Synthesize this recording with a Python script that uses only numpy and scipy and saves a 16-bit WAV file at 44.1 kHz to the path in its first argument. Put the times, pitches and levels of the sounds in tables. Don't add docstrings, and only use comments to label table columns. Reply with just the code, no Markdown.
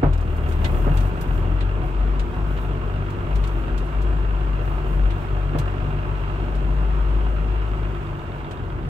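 import sys
import numpy as np
from scipy import signal
from scipy.fft import rfft, irfft, next_fast_len
from scipy.io import wavfile
from scipy.ndimage import uniform_filter1d, map_coordinates

SR = 44100
rng = np.random.default_rng(int(sys.argv[2]) if len(sys.argv) > 2 else 0)


def transcribe(u):
    v = np.clip(np.atleast_2d(u).T, -1, 1)
    q = np.round(v * 32767).astype(np.int16)
    wavfile.write(sys.argv[1], SR, q)


N = 392043

# time in seconds, firings per second.
FIRING_RATE = [(0.0, 44.6), (0.15, 41.8), (0.3, 37.8), (0.8, 39.3), (1.1, 48.9), (1.4, 41.6), (1.68, 47.8),
               (1.9, 46.6), (2.5, 49.7), (2.8, 47.6), (3.3, 49.5), (3.65, 47.2), (3.95, 50.2), (4.5, 49.1),
               (4.9, 46.7), (5.2, 48.4), (6.2, 48.4), (6.8, 49.5), (7.8, 52.1), (8.1, 48.4), (8.4, 47.2),
               (8.89, 46.6)]
# time in seconds, mean level in dB.
FIRST_ORDER = [(0.0, -67), (0.05, -17.5), (0.17, -18.5), (0.27, -28), (0.91, -17.5), (1.09, -21),
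               (1.21, -40), (1.29, -21), (1.68, -21), (1.81, -30.5), (2.01, -17.5), (2.23, -20),
               (2.35, -31.5), (2.43, -20.5), (3.27, -31.5), (3.34, -18), (3.69, -29.5), (3.74, -20.5),
               (3.89, -28), (3.99, -19.5), (4.9, -22.5), (5.07, -15.5), (5.22, -33), (5.35, -22.5),
               (6.41, -26.5), (6.78, -19), (7.6, -22), (8.12, -30), (8.17, -43.5), (8.86, -28), (8.89, -37)]
# time in seconds, mean level in dB.
SECOND_ORDER = [(0, -26), (.75, -28.5), (.95, -23), (1.12, -36.5), (1.45, -26), (2.1, -39), (2.5, -39),
                (2.9, -25.5), (3.5, -38), (4.55, -37.5), (5.1, -33.5), (6.3, -31.5), (6.9, -47),
                (7.7, -33.5), (8.89, -41)]
# multiple of the firing rate, mean level in dB.
UPPER_ORDERS = [(1.5, -48), (4, -56.5), (5, -46.5), (7, -46.5), (8, -51)]
# time in seconds, rumble in dB, clatter in dB, both before a fixed trim.
LOAD = [(0, -31, -43.5), (.7, -25.5, -38), (1.7, -28.5, -40), (3.6, -29, -39.5), (5.8, -30, -39),
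        (6.6, -29.5, -39), (7.9, -31, -39.5), (8.3, -33, -41), (8.89, -28, -43.5)]
CYLINDER_DB = [-0.5, -5.5, -2.5, -1, -10, -2]
# frequency in Hz, relative level in dB per Hz.
BLOCK_COLOUR = [(180, -39), (300, -8), (349, -2), (534, -13.5), (598, -7.5), (797, -15.5), (882, -8),
                (1350, -10.5), (1920, -20.5), (2760, -21.5), (6000, -48), (7800, -87), (13200, -120)]
# frequency in Hz, relative level in dB, 60 dB decay time in seconds.
BLOCK_MODES = [(733, 5.5, 0.06), (894, -1.5, 0.077), (1299, 7.5, 0.082), (1510, 0, 0.13), (1723, -3.5, 0.1),
               (2174, -2, 0.066), (2530, -3, 0.1), (2783, 1, 0.063), (2920, -9.5, 0.069),
               (3270, -1.5, 0.02), (4020, -13.5, 0.044)]
# frequency in Hz, relative level in dB, 60 dB decay time in seconds.
VALVE_MODES = [(2150, -5, .04), (3620, 1, .022), (4600, -9, .02)]
# start in seconds, shudder level before colouring in dB, gain of the ring in dB,
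# delay of the rebound in seconds, rebound level in dB.
KNOCKS = [(.028, -11.5, -19, .028, -17.5), (.866, -19.5, -24.5, 0.0279, -15),
          (5.546, -20.5, -24.5, 0.0333, -16)]
# frequency in Hz, relative level in dB, 60 dB decay time in seconds.
FRAME_MODES = [(76.4, -7, 0.29), (141, 2.5, 0.35), (275, 11.5, 0.065), (335, -8, 0.37), (450, -1, 0.073),
               (592, -2, 0.18), (691, -1, 0.14), (1247, -16, 0.064)]
# start in seconds, burst level before band shaping in dB, dullness (lift of the low part) in dB.
SNAPS = [(0.1308, -41.5, 4), (0.1757, -47, -2), (0.2065, -46, 1), (0.363, -46, -11), (0.4864, -43, 0),
         (0.5194, -41, 2), (0.6429, -32.5, 16.5), (0.97, -34, 3), (1.003, -39.5, 3), (1.209, -37.5, -15),
         (1.6053, -44, 20.5), (2.1929, -38, 11), (2.5705, -50, 17), (3.0999, -45, 0), (3.354, -39.5, 5),
         (3.437, -41, 13), (3.471, -39.5, 0), (3.7766, -38.5, 4), (4.016, -43.5, 0.5), (5.1038, -45, 17.5),
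         (5.5843, -31, -1.5), (6.55, -46, 0), (8.509, -42.5, 8)]
# start in seconds, pitch in Hz, mean peak level in dB, length in seconds.
SQUEAKS = [(1.815, 735, -34, .045), (2.828, 1070, -33, .025), (3.842, 9350, -62, .04),
           (5.34, 730, -41, .07), (5.92, 720, -39, .06), (.65, 2030, -37, .04)]
# frequency in Hz, level in dB.
WHINE = (14550, -87)
# start in seconds, length in seconds, level at the middle in dB.
SWISHES = [(0.197, 0.28, -64), (0.454, 0.12, -56), (0.59, 0.31, -53), (0.918, 0.18, -53.5),
           (1.146, 0.16, -60), (1.312, 0.1, -57), (1.82, 0.1, -64), (2.19, 0.23, -68), (2.46, 0.23, -61),
           (3.303, 0.36, -63), (4.61, 0.19, -62), (4.847, .15, -60.5), (5.086, 0.24, -65)]
# frequency in Hz, relative level in dB per Hz.
SWISH_COLOUR = [(2500, -30), (4500, -5), (8300, -2), (9800, -4), (12500, -1), (16000, -2)]
# frequency in Hz, relative level in dB per Hz.
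HISS_COLOUR = [(2000, -19), (4500, -1), (6500, 0), (8100, 2), (9300, -8), (12000, -5), (16000, -6)]
# frequency in Hz, relative level in dB per Hz.
ROAD_COLOUR = [(15, -28), (30, -1.5), (45, 3), (64, -4), (98, -3.5), (159, -5.5), (208, -14), (300, -13.5),
               (352, -12), (524, -23.5), (800, -27), (1200, -52), (2000, -120)]
# centre in Hz, width in Hz, lift in dB.
PANELS = [(318, 29, -3.5), (610, 37, 2.5), (739, 29, 6), (840, 53, 1.5), (2740, 40, 5.5), (3260, 37, 7.5)]
# frequency in Hz, likeness from 0 to 1.
LIKENESS = [(60, 0.99), (130, 0.69), (250, 0.88), (500, 0.99), (1400, 0.078), (4000, 0.05), (15000, 0.033)]
# frequency in Hz, left minus right in dB.
BALANCE = [(60, 3.5), (110, 2.5), (200, -1), (380, -0.5), (700, -3.0), (1290, -3.5), (2380, -3.5),
           (4400, -1.5), (8120, -3), (15000, 2.5)]

CYLINDERS = 6
IGNITION = .55
THIRD_DB, THIRD_FOLLOWS = -38.5, 0.11
KNOCK_DB, KNOCK_FOLLOWS = -45.5, 0.25
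TICK_DB, TICK_SLACK, SLACK_S = -48.5, 0.59, 0.57
REBOUND_HZ, REBOUND_S = 142.4, 0.036
EDGE_DB, EDGE_LOSS = -12, .6
LAG_S = 0.00029
TOP_HZ = 15750


def amp(db):
    return 10 ** (np.asarray(db) / 20)


def unit(x):
    return x / np.sqrt(np.mean(x ** 2) + 1e-20)


def along(points, hz):
    f, v = np.transpose(points)
    return np.interp(np.log(hz + 1), np.log(f + 1), v)


def curves(rows):
    s, *cols = np.transpose(rows)
    return [np.interp(np.arange(N) / SR, s, c) for c in cols]


def wobble(rate):
    knots = rng.standard_normal(int(N * rate / SR) + 4)
    return map_coordinates(knots, [np.arange(N) * rate / SR])


def filtered(x, response):
    edge = SR // 4
    x = np.pad(x, [(0, 0)] * (x.ndim - 1) + [(edge, edge)], mode="reflect")
    m = next_fast_len(x.shape[-1])
    spectrum = rfft(x, m) * response(np.fft.rfftfreq(m, 1 / SR))
    return irfft(spectrum, m)[..., edge:edge + N]


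def diffuse(pair, colour_db):
    def response(hz):
        turn = np.arccos(np.clip(along(LIKENESS, hz), -1, 1)) / 2
        return amp(colour_db(hz)) * [np.cos(turn), np.sin(turn)]

    mid, side = filtered(pair, response)
    return np.array([mid + side, mid - side])


def panels_db(hz):
    return sum(db / (1 + (2 * (hz - c) / w) ** 2) for c, w, db in PANELS)


def ring(modes, t):
    scatter_db, rise_s = 1.2, .0008
    tone = 0
    for hz, db, t60 in modes:
        decay = amp(db + rng.normal(0, scatter_db) - 60 * t / t60)
        tone = tone + decay * np.sin(2 * np.pi * hz * t)
    return (1 - np.exp(-t / rise_s)) * tone


def patchy(pair, depth_db):
    z = signal.stft(pair, nperseg=512)[2]
    field = uniform_filter1d(rng.standard_normal(z.shape[1:]), size=3, axis=0)
    field = uniform_filter1d(field, size=12, axis=1)
    return signal.istft(z * amp(depth_db * unit(field)), nperseg=512)[1][:, :N]


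def boom(firings, first_db, second_db, load_db):
    waver_db, drift_rad = 2.5, .22
    third_db = THIRD_DB + THIRD_FOLLOWS * (second_db - second_db.mean()) + 3.84 * wobble(7)
    levels = [first_db + 0.71 * wobble(7), second_db + waver_db * wobble(7), third_db]
    tones = np.zeros(N)
    for k, db in enumerate(levels, 1):
        tones += amp(db) * np.cos(2 * np.pi * k * firings + drift_rad * k * wobble(6))
    for k, db in UPPER_ORDERS:
        level = amp(db + load_db + waver_db * wobble(4.6))
        tones += level * np.cos(2 * np.pi * k * firings + .5 * wobble(5))
    return np.sqrt(2) * tones


def clatter(firings, level_db, knock_db):
    stroke = np.floor(firings + 1 - IGNITION).astype(int)
    scatter_db = 2.1 * rng.standard_normal(stroke[-1] + 1)[stroke]
    size = amp(np.take(CYLINDER_DB, (stroke - 1) % CYLINDERS) + scatter_db)
    puffs = size * np.exp(-3 * ((firings - IGNITION) % 1))
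    gate = uniform_filter1d(0.99 + 0.54 * puffs, size=80)
    noise = gate * patchy(rng.standard_normal((2, N)), depth_db=1.2)
    noise = unit(diffuse(noise, lambda hz: along(BLOCK_COLOUR, hz) + panels_db(hz)))
    blows = np.diff(stroke, prepend=stroke[0]) * size
    knock = signal.fftconvolve(blows, ring(BLOCK_MODES, np.arange(SR // 10) / SR))[:N]
    return amp(level_db + 3.5 + 0.21 * wobble(6.4)) * noise + amp(knock_db) * knock


def valve(firings, pull_db):
    t = np.arange(SR // 20) / SR
    cycle = np.floor((firings + 1 - IGNITION) / CYLINDERS)
    slack_db = pull_db.mean() - uniform_filter1d(pull_db, round(SLACK_S * SR))
    tick_db = TICK_DB + TICK_SLACK * slack_db + 1.2 * wobble(6.4)
    blows = np.diff(cycle, prepend=cycle[0]) * amp(tick_db)
    return signal.fftconvolve(blows, ring(VALVE_MODES, t))[:N]


def knocks():
    t = np.arange(SR // 2) / SR
    tones, shudder = np.zeros((2, N + SR)), np.zeros((2, N + SR))
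    soft = 1 - np.exp(-t / .002)
    thump = np.sin(np.pi * np.minimum(t / REBOUND_S, 1)) * np.sin(2 * np.pi * REBOUND_HZ * t)
    for s, db, ring_db, delay, rebound_db in KNOCKS:
        hit = slice(round(s * SR), round(s * SR) + len(t))
        back = slice(round((s + delay) * SR), round((s + delay) * SR) + len(t))
        tones[:, hit] += amp(ring_db) * soft * ring(FRAME_MODES, t)
        tones[:, back] += amp(rebound_db) * thump
        shudder[:, hit] += amp(db - 60 * t / 0.2) * soft * rng.standard_normal((2, len(t)))

    def dull(hz):
        return 14 - 40 * np.log10(1 + (hz / 1200) ** 2) - 20 * np.log10(1 + (120 / (hz + 1)) ** 2)

    return tones[:, :N] + diffuse(shudder[:, :N], dull)


def snaps():
    parts, t = np.zeros((3, 2, N + SR)), np.arange(SR // 4) / SR
    envelope = amp(-60 * t / 0.086) * (1 - np.exp(-t / 0.0024))
    for s, db, dull_db in SNAPS:
        burst = amp(db) * envelope * rng.standard_normal((2, len(t)))
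        part_gains = amp([dull_db, 0, EDGE_DB - EDGE_LOSS * dull_db])
        start = round(s * SR)
        parts[:, :, start:start + len(t)] += part_gains[:, None, None] * burst
    bands = [(2110, 3420, 0.78), (4820, 7200, 1.4), (13000, 6000, 4)]
    out = np.zeros((2, N))
    for part, (c, w, db) in zip(parts, bands):
        out += diffuse(part[:, :N], lambda hz: db - 3 * (2 * (hz - c) / w) ** 4)
    return out


def squeaks():
    whine_hz, whine_db = WHINE
    phase = 2 * np.pi * whine_hz * np.arange(N) / SR + 2.5 * wobble(60)
    out = np.sqrt(2) * amp(whine_db) * np.sin(phase)
    rough = amp(2.5 * wobble(70))
    for s, hz, db, length in SQUEAKS:
        t = np.arange(round(length * SR)) / SR
        at = slice(round(s * SR), round(s * SR) + len(t))
        swell = np.sqrt(np.sin(np.pi * t / length))
        out[at] += amp(db) * rough[at] * swell * np.sin(2 * np.pi * hz * t)
    return out


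def rustle(load_db):
    t = np.arange(N) / SR
    swell = sum(amp(db) * np.exp(-(2 * (t - s) / length - 1) ** 4) for s, length, db in SWISHES)
    grains = amp(1.5 * wobble(30) + 1.2 * wobble(150))
    brush = unit(diffuse(grains * rng.standard_normal((2, N)), lambda hz: along(SWISH_COLOUR, hz)))
    hiss = unit(diffuse(rng.standard_normal((2, N)), lambda hz: along(HISS_COLOUR, hz)))
    return swell * brush + amp(-63 + 0.76 * load_db + 0.59 * wobble(16.0)) * hiss


def road(level_db):
    lumps = amp(0.35 * wobble(4.3) + 1.2 * wobble(14))
    noise = diffuse(lumps * rng.standard_normal((2, N)), lambda hz: along(ROAD_COLOUR, hz) + panels_db(hz))
    return amp(level_db + 0.2) * unit(noise)


def scene():
    road_db, clatter_db = curves(LOAD)
    load_db = clatter_db - np.mean(clatter_db)
    (rate,), (first_db,), (second_db,) = curves(FIRING_RATE), curves(FIRST_ORDER), curves(SECOND_ORDER)
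    firings = np.cumsum(rate) / SR
    knock_db = KNOCK_DB + load_db + KNOCK_FOLLOWS * (second_db - second_db.mean())
    engine = boom(firings, first_db, second_db, load_db)
    engine = engine + clatter(firings, clatter_db, knock_db) + valve(firings, first_db)
    return engine + knocks() + snaps() + squeaks() + rustle(load_db) + road(road_db)


def record(dry):
    side = np.array([[.5], [-.5]])

    def response(hz):
        ports = amp(side * along(BALANCE, hz)) * np.exp(-2j * np.pi * hz * LAG_S * side)
        bass_cut = 1 / (1 + (24 / (hz + 1)) ** 4)
        return ports * bass_cut * (hz < TOP_HZ)

    return filtered(dry, response)


dry = scene()
out = record(dry)
transcribe(out)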